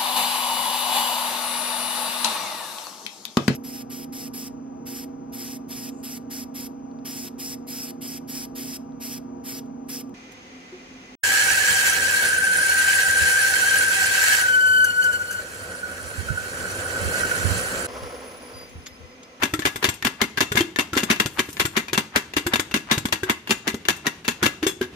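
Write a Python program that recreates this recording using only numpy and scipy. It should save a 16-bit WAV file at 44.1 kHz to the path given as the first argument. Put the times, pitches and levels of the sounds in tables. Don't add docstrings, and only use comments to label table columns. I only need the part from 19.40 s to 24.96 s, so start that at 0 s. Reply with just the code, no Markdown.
import sys
import numpy as np
from scipy import signal
from scipy.fft import rfft, irfft
from scipy.io import wavfile
from scipy.ndimage import uniform_filter1d

SR = 44100
rng = np.random.default_rng(int(sys.argv[2]) if len(sys.argv) > 2 else 0)


def store_wav(level_fs):
    pcm = np.round(np.clip(np.atleast_2d(level_fs), -1, 1) * 32767)
    wavfile.write(sys.argv[1], SR, pcm.T.astype(np.int16))


def natural_amplitude(level_db):
    exponent = np.asarray(level_db, float) / 20
    return 10 ** exponent


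N = 245061

AIR_HZ = [215, 245, 321, 371, 393]
# (time [s], level [dB], fall time [ms], air thump [dB], strongest ring [Hz])
THROWS_AWAY = [(0.0336, -13, 6.5, -36.5, 2135), (.443, -15, 8.5, -35.5, 3510),
               (0.816, -15.5, 14.5, -27, 2130), (1.172, -15.5, 12.5, -29, 2110),
               (1.576, -18, 24, -36, 2770), (1.701, -17.5, 21, -22, 2470), (1.9929, -14, 9.5, -37, 2023),
               (2.3669, -17, 19.5, -28, 2092), (2.7602, -15, 17, -32, 2000), (3.1362, -14, 8, -33, 3650),
               (3.513, -13.5, 23, -25.5, 3790), (3.8976, -13.5, 13.5, -29, 2080),
               (4.2775, -19, 20.5, -34.5, 2000), (4.6678, -18, 11.5, -34.5, 1853),
               (5.0352, -20.5, 22, -32.5, 1660)]
# (time [s], level [dB], low push [dB], air thump [dB], air pitch [Hz])
POPS = [(0.1926, -27, -26, -27, 310), (0.3588, -26, -31, -36, 333), (.489, -19.5, -18.5, -30, 178),
        (1.1556, -23, -18, -25.5, 355), (1.5683, -26, -24, -20, 286), (1.6332, -23, -47, -21.5, 215),
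        (1.8602, -23, -19.5, -30, 353), (2.0897, -38, -33, -34, 310), (2.2531, -23, -19.5, -27, 315),
        (2.532, -20.5, -26, -29.5, 348), (3.1963, -21.5, -25.5, -30, 310), (3.5797, -23.5, -17, -30, 314),
        (3.6547, -22.5, -21, -24.5, 222), (4.3442, -31.5, -23, -24.5, 223)]
# (time [s], level [dB], ring [Hz], air thump [dB], air pitch [Hz])
LID_POPS = [(.1375, -23.5, 1333, -30, 310), (1.1189, -24, 1470, -36, 408),
            (1.2083, -25.5, 3200, -22.5, 338), (1.5327, -26.5, 1350, -35.5, 314),
            (3.066, -22.5, 1670, -26, 348), (3.8333, -27, 1610, -32, 375), (5.0281, -23.5, 1466, -28, 350)]
# (time [s], level [dB], treble over level [dB], ring [Hz], air pitch [Hz])
RESTS = [
    (5.229, -25.5, -28, 1700, 309),
    (5.267, -22.5, -3.5, 3390, 381),
    (5.4135, -26, -17.5, 1667, 371),
]


def kernels(spots=8):
    # (frequency [Hz], level per Hz [dB])
    tick_colour = [(300, -4), (600, -10.5), (1000, -4), (2200, -8), (4000, -13.5), (5500, -20.5),
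                   (8000, -45), (10000, -27)]
    # (frequency [Hz], level [dB], t60 [s])
    pot_modes = [(1112, -26, 0.14), (1398, -10, 0.094), (1670, 0.5, 0.083), (2060, -9, 0.18),
                 (2700, -13, 0.24), (2774, -5.5, 0.048), (3630, 0, 0.041), (6047, 0.5, 0.036),
                 (7000, -4, 0.054)]
    # (frequency [Hz], level [dB], t60 [s])
    rim_modes = [(8350, 10.5, 0.066), (11200, 2, 0.04)]
    # (frequency [Hz], level [dB], t60 [s])
    lid_modes = [(3390, -6, 0.092), (5260, -12.5, 0.066), (6540, -2.5, 0.035), (7540, -5.5, 0.081)]
    # (frequency [Hz], level [dB])
    ear_lean = [(500, -3.5), (1300, 4), (2400, 5.5), (6000, 9.5), (14000, -1.5)]
    ticks_per_s, bunch_db = 2200, 2
    air_db, air_t60_s = -11, 0.048

    size = evened(natural_amplitude(2.35 * np.minimum(rng.exponential(1, N), 3)) * (rng.random(N) < ticks_per_s / SR))
    size *= natural_amplitude(bunch_db * evened(uniform_filter1d(rng.standard_normal(N), size=160)) - 1.5)
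    heads_s = np.array(bursts())[:, 0]
    size[np.round(heads_s * SR).astype(int) + 1] += 9.0
    ticks = size * rng.choice([-1., 1.], N)

    (wall, treble, lid, slide), favoured = swells(ticks)
    scrape = evened(band(size * rng.standard_normal((2, N)), 640, 1930))
    out = favoured + slide * scrape
    spot = rng.integers(0, spots, N)
    for k in range(spots):
        train = (ticks * (spot == k))[None]
        dull, fine = rng.standard_normal((2, 2, 6000))
        hard = colour(dull, tick_colour)
        knock = natural_amplitude(-3.5) * crack(hard, 0.0047) + natural_amplitude(-5.0) * crack(hard, 0.00036)
        knock += natural_amplitude(-7.5) * ring(pot_modes, 6.1, 0.00984)
        snap = crack(band(fine, 4600, 20700), 0.009) + natural_amplitude(-8.5) * ring(rim_modes, 0.69, 0.0101)
        glass = ring(lid_modes, 1.0, 0.0069)
        for strength, shape in ((wall, knock), (treble, snap), (lid, glass)):
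            out += signal.oaconvolve(train * strength, shape, axes=1)[:, :N]

    air = ring([(hz, 0, air_t60_s) for hz in AIR_HZ], 2.3, 0.016)[0]
    out += natural_amplitude(air_db) * signal.oaconvolve(ticks * wall, air)[:N]
    lean = np.array(ear_lean) * [1, .5]
    return natural_amplitude(2.5) * np.array([colour(out[0], lean), colour(out[1], lean * [1, -1])])


def swells(ticks):
    lead_s = .05
    power, favoured = np.zeros((4, N + SR)), np.zeros((2, N + SR))
    t = np.arange(-lead_s, .2, 1 / SR)
    start = round(lead_s * SR)
    padded = np.pad(ticks, (start, SR))
    for s, db, treble_db, hz, fall_ms, ring_db in bursts():
        fall_ms = max(fall_ms, 2)
        blow = natural_amplitude(db + np.where(t < 0, 90000 * t / fall_ms - 7.0, -11000 * t / fall_ms))
        settle = (t > 0) * natural_amplitude(db - 14 - 510 * t)
        add(power[:2], s, natural_amplitude([[0], [treble_db]]) ** 2 * (blow ** 2 + settle ** 2))
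        lid_db = 1.72 * min(treble_db, -3) + 2.0
        add(power[2], s, (blow * natural_amplitude(lid_db)) ** 2)
        strikes = (blow * padded[round(s * SR):][:len(t)])[None]
        mode = ring(2 * [(hz, 0, .05)], 2.5, 0.013)[:, :3000]
        add(favoured, s, natural_amplitude(ring_db) * signal.oaconvolve(strikes, mode, axes=1))
    for s, db, *_ in THROWS_AWAY:
        add(power[3], s, (t < 0) * natural_amplitude(db - 11 + 700 * t) ** 2)
    return np.sqrt(power[:, start:start + N]), favoured[:, start:start + N]


def crack(scatter, decay_s):
    return unit(scatter * np.exp(-np.arange(6000) / SR / decay_s))


def ring(modes, spread_db, detune):
    t = np.arange(6000) / SR
    hz, db, t60 = np.transpose(modes)[:, :, None]
    hz = hz * (1 + detune * rng.standard_normal(hz.shape))
    height_db = db + spread_db * rng.standard_normal((2, len(modes), 1))
    phase = 2 * np.pi * rng.random((2, len(modes), 1))
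    tones = natural_amplitude(height_db - 60 * t / t60) * np.sin(2 * np.pi * hz * t + phase)
    onset = 1 - np.exp(-t / 0.000098)
    return unit(tones.sum(1) * onset)


def bursts():
    # (time [s], level [dB], fall time [ms], ring [Hz])
    lid_knocks = [(.221, -33, 17, 1780), (.625, -25, 3.5, 1790), (.9736, -22.5, 21, 1660),
                  (1.3607, -23, 3, 1780), (1.5528, -32, 36, 1390), (1.761, -35, 15, 2700),
                  (2.169, -29.5, 7.5, 1760), (2.483, -34.5, 18, 2440), (2.5452, -24, 12, 2700),
                  (2.9364, -31.5, 8, 2770), (3.3125, -31.5, 9, 2680), (3.6864, -34.5, 9, 1100),
                  (3.7577, -33, 0, 2770), (4.074, -32.5, 10, 2780), (4.4529, -30, 7, 2840),
                  (4.848, -35, 29, 2730)]
    # (time [s], level [dB])
    oil_spits = [
        (.5402, -49),
        (2.104, -49),
        (2.129, -47),
        (4.18, -59),
        (4.5649, -50),
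    ]
    lands = [(s, db, kind[0], hz, fall_ms, kind[1]) for s, db, fall_ms, hz, _, _, kind in loads()]
    pops = [(s, db, -6.5, 1415, 8.1, -11) for s, db, *_ in POPS]
    lid_pops = [(s, db, -8, hz, 10.5, -0.5) for s, db, hz, *_ in LID_POPS]
    knocks = [(s, db, -36, hz, fall_ms, -2) for s, db, fall_ms, hz in lid_knocks]
    spits = [(s, db, 11, 2700, 3, -10) for s, db in oil_spits]
    rests = [(s, db, treble_db, hz, 22.3, -4) for s, db, treble_db, hz, _ in RESTS]
    return lands + pops + lid_pops + knocks + spits + rests


def loads():
    # (time [s], level [dB], fall time [ms], air thump [dB], air pitch [Hz])
    throws_back = [(0.2531, -16, 16.5, -29, 290), (0.6488, -15.5, 15, -23, 259),
                   (1.0063, -15, 16, -27, 324), (1.3875, -17.5, 8.5, -27.5, 276),
                   (1.7995, -16, 16.5, -26, 215), (2.198, -15, 17, -34, 312),
                   (2.577, -15.5, 11.5, -22.5, 223.6), (2.9668, -17, 18.5, -26.5, 300),
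                   (3.3415, -15.5, 12.5, -23.5, 227), (3.7252, -17, 13, -28, 321),
                   (4.108, -15.5, 17, -26, 230), (4.4857, -15.5, 14, -30, 223),
                   (4.8801, -17, 14, -26.5, 235.6)]
    # (time [s], level [dB], fall time [ms], air thump [dB], air pitch [Hz])
    clumps = [(0.0251, -27, 18, -31.5, 422), (.055, -23.5, 3, -31, 263), (.2701, -26, 15, -48, 290),
              (0.427, -24.5, 39, -31, 396), (.452, -21, 17, -36, 408), (.67, -17, 5, -42, 240),
              (0.841, -29, 0, -33, 274), (1.0135, -23, 9, -47, 264), (1.0282, -25.5, 7, -27.5, 248),
              (1.1888, -21.5, 25.5, -35, 240), (1.3949, -17.5, 15.5, -36, 248),
              (1.7128, -15, 16.5, -35, 302), (1.985, -29, 12, -27, 325), (2.215, -23, 4, -29.5, 220),
              (2.6066, -33, -2, -38, 245), (3.1572, -17, 5, -31.5, 312), (3.3615, -27, 21, -30, 283),
              (4.094, -26.5, 17, -25.5, 230), (4.272, -30, 3, -26.5, 326), (4.505, -18.5, 3.5, -31, 302),
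              (4.659, -32.5, 17, -32, 305), (4.91, -34.5, 22, -44, 243), (5.0575, -18.5, 9, -38.5, 302),
              (5.0634, -17.5, 10.5, -26, 298)]
    # (treble over level [dB], ring over level [dB], air t60 [s], low push over level [dB])
    away = (-14, -7.5, 0.08, -24)
    back = (-13, -8.5, 0.05, -37)
    clump = (-15, -7, 0.03, -20)
    away_air_hz, back_ring_hz, clump_ring_hz = 223, 2770, 2708
    far = [(s, db, fall_ms, hz, air_db, away_air_hz, away) for s, db, fall_ms, air_db, hz in THROWS_AWAY]
    near = [(s, db, fall_ms, back_ring_hz, air_db, hz, back) for s, db, fall_ms, air_db, hz in throws_back]
    loose = [(s, db, fall_ms, clump_ring_hz, air_db, hz, clump) for s, db, fall_ms, air_db, hz in clumps]
    return far + near + loose


def thumps():
    air, pot = np.zeros(N), np.zeros(N)
    t = np.arange(0, .25, 1 / SR)
    for s, db, hz, t60, push_db in jolts():
        pick, phase = rng.random(2)
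        fade = natural_amplitude(db + 14.5 - 60 * t / t60) * (1 - np.exp(-t / 0.0019))
        other_hz = AIR_HZ[int(pick * len(AIR_HZ))]
        tones = np.sin(2 * np.pi * hz * t) + .5 * np.sin(2 * np.pi * (other_hz * t + phase))
        add(air, s - .001, fade * tones)
        push_hz = 95 + 45 * phase
        add(pot, s - .001, natural_amplitude(push_db + 6 - 60 * t / 0.03) * np.sin(2 * np.pi * push_hz * t))
    return band(air, 128, 1250) + pot


def jolts():
    lag_s = lead_s = .0015
    lands = [(s + lag_s, air_db, hz, kind[2], db + kind[3]) for s, db, _, _, air_db, hz, kind in loads()]
    pops = [(s - lead_s, air_db, hz, 0.032, push_db) for s, _, push_db, air_db, hz in POPS]
    lid_pops = [(s - lead_s, air_db, hz, 0.082, db + 2.5) for s, db, _, air_db, hz in LID_POPS]
    rests = [(s - lead_s, -23, hz, 0.068, -27) for s, *_, hz in RESTS]
    return lands + pops + lid_pops + rests


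def simmer():
    # (frequency [Hz], level per Hz [dB])
    flame_colour = [(24, -44), (40, 3), (220, 0), (329, 0), (556, -9.5), (2700, -3), (3060, -5.5),
                    (13800, -28), (16000, -56)]
    # (time [s], level [dB])
    steam = [
        (.4, -53),
        (.8, -72),
        (1.75, -64),
        (1.95, -48),
        (2.25, -45),
        (2.6, -79),
        (5.56, -81),
    ]
    s, hiss_db = np.transpose(steam)
    noise = rng.standard_normal((2, N))
    noise += 2.5 * band(rng.standard_normal(N), 30, 720)
    flicker_db = 2.0 * evened(uniform_filter1d(rng.standard_normal(N), 1500))
    roar = evened(colour(noise, flame_colour)) * natural_amplitude(-47 + flicker_db)
    hiss = evened(band(rng.standard_normal((2, N)), 5900, 21500))
    hiss *= natural_amplitude(np.interp(np.arange(N) / SR, s, hiss_db))
    spurts = np.repeat(rng.exponential(1, N // 32 + 1), 32)[:N]
    return roar + hiss * natural_amplitude(2.9 * np.minimum(spurts, 5) - 5)


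def kitchen(x):
    # (frequency [Hz], t60 [s])
    tail_t60 = [(100, 0.36), (2500, 0.37), (6000, 0.42), (14000, 0.26)]
    out, turn = np.zeros((2, N)), np.pi * 2.3 * np.arange(N) / SR
    for k in range(3):
        taps = np.zeros((2, SR // 2))
        at = np.arange(200, SR // 2 - 20, 20) + rng.integers(0, 20, (2, (SR // 2 - 201) // 20))
        np.put_along_axis(taps, at, rng.choice([-1., 1.], at.shape), 1)
        hz, t, z = signal.stft(taps, SR, nperseg=256)
        fade = natural_amplitude(-60 * t / read(tail_t60, hz)[:, None])
        tail = signal.istft(z * fade, SR, nperseg=256)[1]
        share = np.sqrt(2 / 3) * np.cos(turn + k * np.pi / 3)
        out += signal.fftconvolve(x * share, unit(tail), axes=1)[:, :N]
    return out


def evened(x):
    return x / np.sqrt(np.mean(x ** 2) + 1e-20)


def unit(x):
    return x / np.linalg.norm(x, axis=-1, keepdims=True)


def read(points, hz):
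    f, value = np.transpose(points)
    return np.interp(np.log(hz + 1), np.log(f + 1), value)


def colour(x, points):
    size = x.shape[-1]
    return irfft(rfft(x) * natural_amplitude(read(points, np.fft.rfftfreq(size, 1 / SR))), size)


def band(x, lo_hz, hi_hz, order=2):
    return signal.sosfilt(signal.butter(order, [lo_hz, hi_hz], "band", fs=SR, output="sos"), x)


def add(mix, s, sound):
    part = mix[..., round(max(s, 0) * SR):][..., :sound.shape[-1]]
    part += sound[..., :part.shape[-1]]


def scene():
    ticks, air = kernels(), thumps()
    echo = kitchen(natural_amplitude(-15.5) * ticks + natural_amplitude(-9.5) * air[None])
    return ticks + air + echo + simmer()


def band_limit(x):
    return signal.sosfilt(signal.butter(12, 16620, fs=SR, output="sos"), x)


def record(dry):
    # (frequency [Hz], level [dB])
    port_difference = [(100, -14), (450, -7.5), (1300, -0.5)]
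    # (frequency [Hz], level [dB])
    mic_response = [(25, -22), (70, -2.5), (14500, 0), (14800, -24), (16500, -48)]
    mid, side = dry.mean(0), colour((dry[0] - dry[1]) / 2, port_difference)
    heard = colour(np.array([mid + side, mid - side]), mic_response)
    limited = np.tanh(heard / 1.112) * 1.277
    return band_limit(limited)


dry = scene()
out = record(dry)
store_wav(out)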